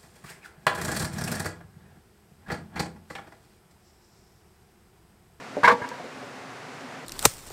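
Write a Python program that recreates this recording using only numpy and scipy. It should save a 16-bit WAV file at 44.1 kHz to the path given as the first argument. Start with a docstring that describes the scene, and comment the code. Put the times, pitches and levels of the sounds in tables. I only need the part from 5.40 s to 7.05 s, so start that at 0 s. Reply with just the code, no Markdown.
"""A length of wood comes down on a firewood pile under a rock overhang beside a river.
The river, coloured noise, rushes steadily throughout. A dull bump of the pile comes first, as damped modes.
Then the wood knocks hard, rebounds and rattles to rest; it and the log beneath ring as two sets of modes,
with noise bursts for cracks and ground thuds. More soft bumps and splinter ticks fall among and after these.
The rock returns a short echo of each wood sound, by convolution with decaying noise."""
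import sys
import numpy as np
from scipy import signal
from scipy.fft import rfft, irfft
from scipy.io import wavfile
from scipy.ndimage import uniform_filter1d

SR = 44100
rng = np.random.default_rng(int(sys.argv[2]) if len(sys.argv) > 2 else 0)


def to_wav(sig):
    """Store sig (one row per channel, or 1-D mono) as 16-bit WAV at the path in sys.argv[1].

    Samples outside -1..1 are clipped; the rate is SR.
    """
    pcm = np.clip(np.atleast_2d(sig), -1, 1) * 32767
    pcm = np.round(pcm).astype(np.int16)
    wavfile.write(sys.argv[1], SR, pcm.T)  # frames by channels


N = 72765
T = np.arange(N) / SR  # t/s
CONTACT_S = 0.0034  # rise time of a blow


def undb(db):
    """Logarithmic level: decibels to amplitude ratio."""
    return 10 ** (np.asarray(db) / 20)


def noise(spectrum):
    """Spectral shaping: white noise filtered to a given colour and scaled to rms 1."""
    hz, db = np.array(spectrum, float).T
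    f = np.maximum(np.fft.rfftfreq(N, 1 / SR), 1)
    gain = undb(np.interp(np.log(f), np.log(hz), db))
    x = irfft(rfft(rng.standard_normal(N)) * gain, N)
    return x / x.std()


def fade(start, t60, rise=CONTACT_S):
    """Exponential decay: a blow rises linearly during contact while losing 60 dB per t60."""
    age = np.maximum(T - start, 0)
    attack = np.minimum(age / rise, 1)
    return attack * np.exp(-np.log(1000) * age / t60)


def ring(modes, start, rise, pitch=1, tilt_db=0):
    """Modal superposition: one blow excites damped sines; a harder contact favours the high ones."""
    out = np.zeros(N)
    for hz, db, t60 in modes:
        level_db = db + tilt_db * np.log2(hz / 1000)  # the tilt pivots at 1 kHz
        sine = np.sin(2 * np.pi * hz * pitch * (T - start))
        out += undb(level_db) * fade(start, t60, rise) * sine
    return out


def walk(rate):
    """Smoothed random process: random steps, rate per second, averaged over one step length."""
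    step = int(SR / rate)
    steps = np.repeat(rng.standard_normal(N // step + 1), step)
    return uniform_filter1d(steps, step)[:N]


# Colour of the distant rapids: f/Hz, relative level/dB
RIVER_SPECTRUM = [(25, -43), (48, -34), (90, -18), (125, -4), (205, -9), (235, -3), (262, 4), (295, -8.5),
                  (360, -7.5), (490, -4.5), (640, -7.5), (740, -3.5), (820, -7.5), (1400, -8.5),
                  (2200, -12), (3200, -19.5), (4800, -22), (7500, -27.5), (10000, -34), (11500, -42.5),
                  (13500, -41), (15400, -45)]
RIVER_DB, RIVER_FLICKER_DB = -41, 0.5  # mean level, scale of its random wander


def river():
    """Broadband turbulence noise: distant rapids, a smooth rush whose level flickers slightly."""
    level_db = RIVER_DB + RIVER_FLICKER_DB * walk(13.88)
    return noise(RIVER_SPECTRUM) * undb(level_db)


# Colour of the sound scattered by the rock: f/Hz, relative level/dB
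ECHO_SPECTRUM = [(80, 2), (400, 0), (1200, -7), (3000, -8), (12000, -1)]
ROCK_DELAY_S, ROCK_T60_S, ROCK_DB = 0.0075, 0.27, -17


def overhang(x):
    """Diffuse reflection: the rough rock's response is delayed, decaying noise of unit energy."""
    response = noise(ECHO_SPECTRUM) * fade(ROCK_DELAY_S, ROCK_T60_S)
    response /= np.linalg.norm(response)
    return undb(ROCK_DB) * signal.fftconvolve(x, response)[:N]


# Soft bumps of the pile on the ground: t/s, level/dB, pitch ratio
PILE_BUMPS = [(0.1685, -19.5, 1.004), (0.399, -31, 1), (0.597, -32, 1.22), (0.642, -33.5, .87),
              (0.828, -34.5, 0.98)]
# Modes of the pile as a whole: f/Hz before the pitch ratio, relative level/dB, t60/s
PILE_MODES = [(284, -9, 0.16), (341, -10, 0.11), (424, -0.5, 0.067), (523, 2, 0.054), (582, -1, 0.13),
              (698, -8, 0.063), (727, -15.5, 0.13), (853, -14, 0.086)]
BUMP_S = 0.002  # rise time


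def pile_bumps():
    """Modal excitation by soft impact: the pile bumps dully as the wood shifts."""
    return sum(undb(db) * ring(PILE_MODES, start, BUMP_S, pitch) for start, db, pitch in PILE_BUMPS)


# Splinters and bark snapping: t/s, level/dB, t60/s
SPLINTER_TICKS = [(0.235, -41.5, 0.089), (0.32, -36.5, 0.035), (0.4891, -29, 0.014), (1.408, -43, .015)]
# Colour of a snap: f/Hz, relative level/dB
TICK_SPECTRUM = [(1000, -22), (2800, -23), (4200, 13.5), (6000, 7), (9500, -3), (11800, -14), (14000, -7),
                 (15500, -20)]
SNAP_S = 0.00067  # rise time


def splinter_ticks():
    """Brittle fracture: each snap is a sharp burst of high-pitched noise."""
    return sum(undb(db) * fade(start, t60, SNAP_S) * noise(TICK_SPECTRUM)
               for start, db, t60 in SPLINTER_TICKS)


# Contacts of the two pieces: t/s, swung piece level/dB, log beneath level/dB,
# hardness/(dB per octave), crack level/dB, ground thud level/dB
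CONTACTS = [(0.2323, -16.5, -16, 0.5, -23.5, -27), (0.24269, -9, -46, 2, -19, -31.5),
            (0.2511, -19, -24, 7.5, -20.5, -52), (0.27426, -21.5, -11, 3, -20.5, -33),
            (0.27883, -45, -9, 3, -18, -57), (0.29299, -16.5, -21, 6, -29, -40),
            (0.29975, -22, -17.5, -7.5, -35, -38), (0.3117, -18.5, -16, -3, -26.5, -59),
            (0.31926, -20.5, -29, -4.5, -33, -26), (0.41667, -27.5, -38, 1, -42, -36),
            (0.43814, -29.5, -35, -0.5, -40.5, -50), (0.44892, -40, -34.5, 4.5, -60, -47),
            (0.51403, -30, -52, -8.5, -50, -45)]
# Modes of the swung piece: f/Hz, relative level/dB, t60/s
SWUNG_MODES = [(516, -11.5, 0.1), (945.6, -7, 0.13), (970.5, -2.5, .21), (1140, -40, 0.026),
               (1621, -0.5, 0.11), (1687, -8.5, 0.14), (1814, -9.5, 0.084), (2117, -5, 0.044),
               (2230, -13.5, 0.082)]
# Modes of the log beneath: f/Hz, relative level/dB, t60/s
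LOG_MODES = [(479.7, -10, 0.25), (649, -8.5, 0.091), (841, -13.5, 0.24), (906, -11, 0.18),
             (1052, 7.5, 0.039), (1116, -6.5, 0.094), (1145.7, -5, 0.18), (1320, -17, 0.12),
             (1474, -4, 0.046), (1507, -6.5, 0.086), (2146, -21, 0.14)]
# Colour of the cracking fibres: f/Hz, relative level/dB
CRACK_SPECTRUM = [(150, -41), (400, -5), (1000, -2), (2200, 2), (2800, -9), (4200, -10), (7000, -21.5),
                  (10000, -28), (11700, -36), (14000, -34)]
# Colour of the thud into the ground: f/Hz, relative level/dB
THUD_SPECTRUM = [(25, -52), (70, -18), (130, 0.5), (200, 5.5), (320, -1), (700, -27), (2000, -66)]
CRACK_T60_S, THUD_T60_S = 0.11, 0.13
GROUND_GIVE_S = 0.004  # rise time of the thud


def knocks():
    """Impact excitation: each contact rings both pieces, cracks rough fibres and thuds into the ground."""
    out = np.zeros(N)
    for start, swung_db, log_db, hard_db, crack_db, thud_db in CONTACTS:
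        out += undb(swung_db) * ring(SWUNG_MODES, start, CONTACT_S, tilt_db=hard_db)
        out += undb(log_db) * ring(LOG_MODES, start, CONTACT_S, tilt_db=hard_db)
        out += undb(crack_db) * fade(start, CRACK_T60_S) * noise(CRACK_SPECTRUM)
        out += undb(thud_db) * fade(start, THUD_T60_S, GROUND_GIVE_S) * noise(THUD_SPECTRUM)
    return out


def scene():
    """Linear superposition: river, wood and the wood's echo add at one microphone."""
    water = river()
    wood = knocks() + pile_bumps() + splinter_ticks()
    return (water + wood + overhang(wood))[None]


TOP_HZ = 15300  # upper band limit


def record(dry):
    """Saturation and band-limiting: the recorder rounds the highest peaks and cuts the top."""
    rounded = dry / (1 + dry ** 8) ** (1 / 8)
    # 0.1 dB passband ripple, 90 dB stopband attenuation
    low_pass = signal.ellip(10, 0.1, 90, TOP_HZ, fs=SR, output="sos")
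    return signal.sosfilt(low_pass, rounded)


dry = scene()
out = record(dry)
to_wav(out)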